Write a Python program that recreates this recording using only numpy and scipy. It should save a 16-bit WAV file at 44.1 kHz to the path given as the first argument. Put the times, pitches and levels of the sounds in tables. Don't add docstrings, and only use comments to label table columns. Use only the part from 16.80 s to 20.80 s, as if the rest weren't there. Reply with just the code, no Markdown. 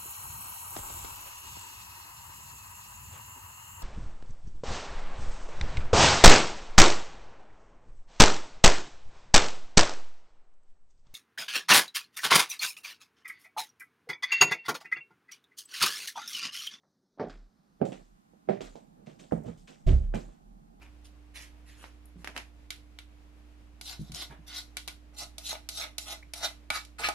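import sys
import numpy as np
from scipy import signal
from scipy.fft import rfft, irfft, next_fast_len
from scipy.io import wavfile
from scipy.ndimage import uniform_filter1d

SR = 44100
rng = np.random.default_rng(int(sys.argv[2]) if len(sys.argv) > 2 else 0)


def int16_out(signal):
    q = np.round(np.clip(np.atleast_2d(signal).T, -1, 1) * 32767)
    wavfile.write(sys.argv[1], SR, q.astype(np.int16))


def volts_from_decibels(level):
    exponent = np.asarray(level, float) / 20
    return 10 ** exponent


N = 176400


def unit(x):
    return x / np.sqrt(np.mean(x ** 2) + 1e-20)


def along(points, hz, column=1):
    columns = np.transpose(points)
    return np.interp(np.log(hz + 1), np.log(columns[0] + 1), columns[column])


def filtered(x, response):
    n = x.shape[-1]
    padded = next_fast_len(n + 8192)
    hz = np.fft.rfftfreq(padded, 1 / SR)
    return irfft(rfft(x, padded) * response(hz), padded)[..., :n]


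def causal(db):
    cepstrum = irfft(np.maximum(db, -120) * np.log(10) / 20)
    half = len(cepstrum) // 2
    folded = np.r_[cepstrum[0], 2 * cepstrum[1:half], cepstrum[half], np.zeros(half - 1)]
    return np.exp(rfft(folded))


def add(out, s, x):
    i = round(s * SR)
    out[:, i:i + x.shape[1]] += x[:, :N - i]


def smooth_patches(shape, bands, frames):
    field = uniform_filter1d(rng.standard_normal(shape), size=bands, axis=0)
    return uniform_filter1d(field, size=frames, axis=1)


def hush(spectrum, depth_db):
    z = signal.stft(rng.standard_normal((2, N)), nperseg=1024)[2]
    patches = volts_from_decibels(depth_db * unit(smooth_patches(z.shape[1:], 8, 6)))
    pair = signal.istft(z * patches, nperseg=1024)[1][:, :N]
    return unit(filtered(pair, lambda hz: volts_from_decibels(along(spectrum + [(22050, -120)], hz)) * (hz > 20)))


def opening():
    start_s, length_s = 0.32, 0.81
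    return np.clip((np.arange(N) / SR - start_s) / length_s, 0, 1)


# (frequency [Hz], time to fall 60 dB [s])
KITCHEN_ECHO = [(100, 0.39), (300, 0.25), (1000, 0.32), (3000, .3), (8000, 0.48), (14000, 0.38)]


def contact(length_s, colour_db, blow=0, clump_db=2.0):
    n = SR // 2
    t = np.arange(n) / SR
    length_s = max(length_s, 1e-3)

    snap = 7.5 * np.exp(-(length_s / 0.018) ** 2 - t / 0.00074)
    shape = snap + np.exp(-(t / length_s) ** 2) * np.tanh(t / (0.08 * length_s))
    if blow:
        slam_delay_s, slam_softness_s = 0.00144, 0.000092
        late = np.maximum(t - slam_delay_s, 0)
        slam = late * np.exp(-late / slam_softness_s)
        direct = -blow * slam / slam.sum()
    else:
        noise, grain_size = rng.standard_normal((2, n))
        grit = noise * volts_from_decibels(3 * unit(uniform_filter1d(grain_size, size=40))) * shape
        direct = grit / np.linalg.norm(grit)

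    hz, frames, z = signal.stft(rng.standard_normal((2, n)), SR, nperseg=128)
    ticks = uniform_filter1d(rng.standard_normal(z.shape[1:]), size=12, axis=0)
    patches = smooth_patches(z.shape[1:], 3, 24)
    clumps = volts_from_decibels(clump_db * unit(ticks) + 2 * unit(patches))
    fed = np.interp(frames, t, uniform_filter1d(shape ** 2, size=64))[None]
    decay = volts_from_decibels(-120 * frames / along(KITCHEN_ECHO, hz)[:, None])
    power = signal.fftconvolve(fed, decay, axes=1)[:, :len(frames)]
    tail = signal.istft(z * np.sqrt(abs(power)) * clumps, SR, nperseg=128)[1]
    tail *= volts_from_decibels(4) / np.linalg.norm(tail[0])
    room_delay_s = 0.0015
    sound = np.pad(tail, ((0, 0), (round(room_delay_s * SR), n)))[:, :n]
    sound[0] += direct

    def colour(hz):
        return causal(colour_db(hz)) / np.sqrt(np.mean(volts_from_decibels(2 * colour_db(hz))))

    return filtered(sound, colour) * np.sqrt(SR / 50)


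def ring(modes, longest_s, unsteady, size=SR // 3):
    t = np.arange(size) / SR
    drift = np.cumsum(rng.standard_normal((len(modes), size)), axis=1) * unsteady
    drift = uniform_filter1d(uniform_filter1d(drift, size=90), size=90)
    total = np.zeros(size)
    for (hz, db, t60, bloom), phase in zip(modes, drift):
        decay = volts_from_decibels(db - 60 * t / min(t60, longest_s))
        swell = 1 - np.exp(-(t / bloom) ** 2)
        total += decay * np.sin(2 * np.pi * hz * t + phase) * swell
    return total * [[1], [.3]]


# (frequency [Hz], level [dB])
WAKING_COLOUR = [(60, -13.5), (205, 3.5), (600, -13), (1600, -22.5), (2800, -38.5), (3900, -20.5),
                 (6000, -22), (7500, -34), (15500, -41)]


def waking_noise():
    return (1 - opening()) ** 0.078 * volts_from_decibels(-76) * hush(WAKING_COLOUR, 2.4)[0]


# (frequency [Hz], level [dB])
FLOOR_COLOUR = [(50, -46), (110, -4), (180, 4), (700, -5.5), (1000, -22), (2200, -27.5), (4500, -44),
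                (8000, -58.5), (14000, -89)]
# (time [s], level [dB], contact length [s], pitch factor [ratio])
THUDS = [(0.034, -80.5, 0.012, 2.7), (.498, -62, 0.045, 0.9), (0.874, -82, 0.0088, 0.9),
         (1.121, -47, 0.0033, 1.01), (1.26, -79.5, 0.093, 1.3), (1.535, -69, 0.0074, 1.14),
         (1.806, -46.5, 0.011, 1.03), (1.955, -53.5, 0.0059, 1.24), (2.272, -50.5, 0.015, 0.94),
         (2.39, -58, 0.064, 1.06), (2.638, -47.5, 0.051, 0.96), (2.662, -46, 0.01, 0.66),
         (2.88, -57, 0.029, 1), (3.073, -37, 0.058, 0.9), (2.165, -60, 0.082, 0.77),
         (3.347, -39.5, 0.0056, 0.85), (3.49, -68.5, 0.0086, 1.5), (3.694, -68, 0.026, 0.41),
         (3.745, -89, 0.018, 0.87)]
# (frequency [Hz], level [dB])
SCUFF_COLOUR = [(530, -27.5), (1000, -4.5), (2200, -1), (3200, 0), (5300, -7), (7700, -7.5), (9500, -20.5),
                (15500, -34.5)]
# (time [s], level [dB], contact length [s], tilt [dB per octave])
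SCUFFS = [(0.484, -72.5, 0.0048, 5), (0.497, -57.5, 0.0044, -4), (1.053, -61.5, 0.0021, 5.5),
          (1.121, -59.5, 0.0039, -2.5), (1.249, -81, 0.02, 4), (1.807, -55.5, 0.042, 1.5),
          (1.957, -68.5, 0.012, 1.5), (2.262, -65.5, 0.023, -1.5), (2.389, -61.5, 0.028, 2),
          (2.521, -68, 0.0067, 11.5), (2.654, -65.5, .04, 2), (2.772, -71, 0.037, 7),
          (2.874, -59.5, 0.025, 0), (3.066, -52.5, 0.025, -1.5), (3.346, -60, 0.015, 7),
          (3.49, -73.5, 0.059, -2), (1.127, -61.5, .002, -1.5), (1.062, -66, 0.016, -1),
          (2.636, -76.5, .01, 15), (2.684, -66.5, 0.0047, -10.5), (2.888, -70.5, .004, 0),
          (2.411, -71.5, .004, 3), (2.295, -69.5, .02, -0.5), (3.189, -81.5, 0.056, -1),
          (3.239, -74, 0.011, -5.5), (3.355, -53.5, .008, -3.5), (0.501, -71, 0.0086, 1.5),
          (1.8074, -56, 0.0049, -5), (2.27, -71.5, .004, -5), (3.084, -53, 0.0051, -2.5)]


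def soles():
    out = np.zeros((2, N))
    for s, db, length_s, pitch in THUDS:
        add(out, s, volts_from_decibels(db) * contact(length_s, lambda hz: 1.04 * along(FLOOR_COLOUR, hz / pitch)))
    for s, db, length_s, tilt_db in SCUFFS:
        def colour(hz):
            tilt = tilt_db * np.log2((hz + 200) / 4000)
            low_cut = 12 * np.maximum(0, np.log2(900 / (hz + 1)))
            return along(SCUFF_COLOUR, hz) + tilt - low_cut

        add(out, s, volts_from_decibels(db) * contact(length_s, colour, clump_db=3.6))
    return out


# (frequency [Hz], level [dB])
HUM_COLOUR = [(13, -14), (22, -3), (60, -7.5), (102, -17), (150, -0.5), (204, 0.5), (510, -24.5),
              (819, -16.5), (1100, -47), (1430, -58), (2420, -120)]
# (time [s], level [dB])
HUM_GAIN = [(.4, 0), (1.4, -1.5), (2.1, 4.5), (4, 5)]
# (frequency [Hz], level [dB])
AIR_COLOUR = [(590, -55), (1000, 6), (2180, -2.5), (4600, -4.5), (10300, -10.5), (12800, -10),
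              (15500, -19.5)]


def room_tone():
    gain_db = np.interp(np.arange(N) / SR, *np.transpose(HUM_GAIN))
    hum = volts_from_decibels(-66 + gain_db) * hush(HUM_COLOUR, 0.59)
    air = volts_from_decibels(-79.5) * hush([(300, -33)] + AIR_COLOUR, 0.4)
    port_levels = volts_from_decibels([[0], [7]])
    return (hum + air) * port_levels * opening() ** .5


# (time [s], level [dB], contact length [s], pitch factor [ratio])
TOUCHES = [
    (0.375, -63, .004, 1.34),
    (.384, -55.5, 0.0048, 1.95),
    (1.001, -48, 0.024, 0.88),
    (1.675, -53, 0.014, 1.06),
    (2.511, -59.5, .002, 3),
    (3.328, -62, 0.0067, 2),
]
# (time [s], level [dB], hardness [dB per octave], slam [dB], crack [dB])
HEELS = [
    (.396, -18, 1.5, -6.5, -16),
    (1.0143, -16.5, -1.3, 4, -19.5),
    (1.687, -18.5, 2.5, 3, -20),
    (2.521, -20.5, -0.5, 7, -14),
    (3.339, -28, 4.5, 5, -0.5),
]
# (frequency [Hz], level [dB], time to fall 60 dB [s], swell time [s])
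HEEL_TIP = [
    (1550, -0.5, 0.0058, 0.00021),
    (2620, -6.5, 0.004, 0.00057),
]
# (frequency [Hz], level [dB], time to fall 60 dB [s])
BOARDS = [
    [(267.7, -6.5, 0.32), (409, -3.5, 0.61), (579, -17, 0.3), (740, -10.5, 0.28), (888, -9.5, .15),
     (1156, -13, 0.11), (1410, -30, 0.23), (1580, -31, 0.27), (1782, -27.5, 0.24), (1945, -25.5, 0.2),
     (2236, -27.5, 0.14)],
    [(221, -1.5, 0.24), (250, -3, 0.16), (432, -1, 0.29), (539, -5, 0.35), (633, -9.5, 0.12),
     (748, -13, 0.17), (898, -25, 0.24), (1154, -25, 0.2), (1470, -23, 0.032)],
    [(192.5, 2, 0.31), (292, -31, 0.085), (391.5, 2.5, 0.32), (599, -1.5, 0.37), (616, -8.5, 0.28),
     (652, -0.5, 0.16), (486, -1.5, 0.16), (748, -8, .15), (1013, -14.5, 0.14), (1830, -17, 0.13)],
    [(162, 10.5, 0.27), (219, 8, 0.29), (282.4, -10.5, 0.11), (472, 1.5, 0.11), (637, -30.5, 0.084),
     (850, -7, 0.057), (1250, -13, 0.1), (1430, -27, 0.12), (1936, -27.5, 0.16), (2270, -29.5, 0.21)],
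    [(135, 10.5, 0.16), (221.4, 5.5, 0.27), (359, -4.5, 0.55), (617, -14.5, 0.083), (827, -6.5, 0.14),
     (1180, -13, 0.13), (1520, -9, 0.11), (2100, -15, 0.12), (2380, -12.5, 0.18)],
]
# (time [s], level [dB])
TOES = [
    (.498, -55),
    (1.121, -48.5),
    (1.808, -47),
    (2.681, -42),
    (3.347, -39.5),
]


def heels():
    out = np.zeros((2, N))
    for s, db, length_s, pitch in TOUCHES:
        add(out, s, volts_from_decibels(db) * contact(length_s, lambda hz: 1.24 * along(FLOOR_COLOUR, hz / pitch)))
    for heel, board, (toe_s, toe_db) in zip(HEELS, BOARDS, TOES):
        s, db, hard_db, slam_db, crack_db = heel

        def colour(hz):
            return along(FLOOR_COLOUR, hz) + hard_db * np.log2((hz + 100) / 500)

        add(out, s, volts_from_decibels(db + crack_db) * ring(HEEL_TIP, 0.23, .01))
        add(out, s, volts_from_decibels(db - 15) * contact(0.0059, colour, blow=volts_from_decibels(slam_db)))
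        heel_ring = ring([(*mode, .002) for mode in board], 0.23, .025)
        add(out, s + 0.00144, -volts_from_decibels(db - 12.5) * heel_ring)
        toe_ring = ring([(*mode, .003) for mode in board], 0.17, 0.028)
        add(out, toe_s, volts_from_decibels(toe_db) * toe_ring)
    return out


# (time [s], length [s], level [dB], frequency [Hz])
HEAVES = [(0.442, 0.26, -43, 36.2), (1.119, 0.19, -52.5, 34.6), (1.281, 0.1, -53, 36.4),
          (1.809, 0.16, -46, 37.9), (2.522, 0.12, -46.5, 56.2), (2.635, 0.11, -47.5, 64),
          (2.751, 0.12, -51, 36.7), (3.189, 0.21, -25, 34.5), (3.377, 0.16, -39.5, 37.8),
          (3.616, 0.22, -47, 37.7), (3.786, 0.45, -54, 38.5)]


def joists():
    out = np.zeros((2, N))
    for s, length_s, db, hz in HEAVES:
        t = np.arange(round(length_s * SR)) / SR
        swell = np.sin(np.pi * t / length_s)
        tone = np.sin(2 * np.pi * hz * t + rng.uniform(0, 8.9))
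        add(out, s, volts_from_decibels(db - 2.5) * swell * tone * [[1], [.3]])
    return out


# (frequency [Hz], level [dB], time to fall 60 dB [s], swell time [s])
CABINET = [(34.5, 2.5, 0.49, 0.0068), (69, -3, 0.15, 0.008), (99.3, -1.5, 0.37, 0.028),
           (143, -8.5, 0.26, 0.0055), (188.2, -13.5, 0.44, 0.027), (372.3, -9.5, 0.22, 0.021),
           (593, -22.5, 0.28, 0.02), (658, -13, 0.096, 0.012)]
# (frequency [Hz], level [dB], time to fall 60 dB [s], swell time [s])
ROCK = [
    (63.84, 9, 0.29, .03),
    (83.5, -6, 0.23, 0.006),
    (130.3, -10, 0.27, 0.016),
]


def cabinet():
    out = np.zeros((2, N))
    knock_s, knock_db, rock_delay_s = 3.063, -14, 0.03805
    add(out, knock_s, volts_from_decibels(knock_db) * ring(CABINET, 1, 0.0098, size=SR))
    add(out, knock_s + rock_delay_s, volts_from_decibels(knock_db) * ring(ROCK, 1, 0.0034, size=SR // 2))
    return out


def scene():
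    return soles() + room_tone() + heels() + joists() + cabinet()


# (frequency [Hz], level [dB])
MONO_COLOUR = [(30, -0.5), (200, -1.5), (1500, 5), (3000, -5), (5000, 4), (9000, -11)]


def middle(common):
    u = opening()
    mono = filtered(common, lambda hz: causal(along(MONO_COLOUR, hz)))
    return u * common + (1 - u) * mono + waking_noise()


# (frequency [Hz], level [dB], phase [rad])
STEER = [(29.8, -11.5, 4.2), (201, -7, 3.1), (610, 5.5, 2.95), (870, 3, 3), (1450, -17, 2.6),
         (4260, -31.5, 0.28), (12000, -8, .2)]
# (frequency [Hz], level [dB])
APART = [(30, -30.5), (200, -12), (600, -2.5), (1200, 2.5), (2500, -5), (5000, -7), (8000, -0.5),
         (14000, -7)]


def sides(common, differing):
    def steering(hz):
        return volts_from_decibels(along(STEER, hz)) * np.exp(1j * along(STEER, hz, column=2))

    width = filtered(differing, lambda hz: volts_from_decibels(along(APART, hz)))
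    return opening() * (filtered(common, steering) + width)


def low_pass(x):
    return signal.sosfilt(signal.butter(12, 15660, fs=SR, output="sos"), x)


def record(dry):
    mid = middle(dry[0])
    side = sides(dry[0], dry[1])
    return low_pass(np.array([mid + side, mid - side]))


dry = scene()
out = record(dry)
int16_out(out)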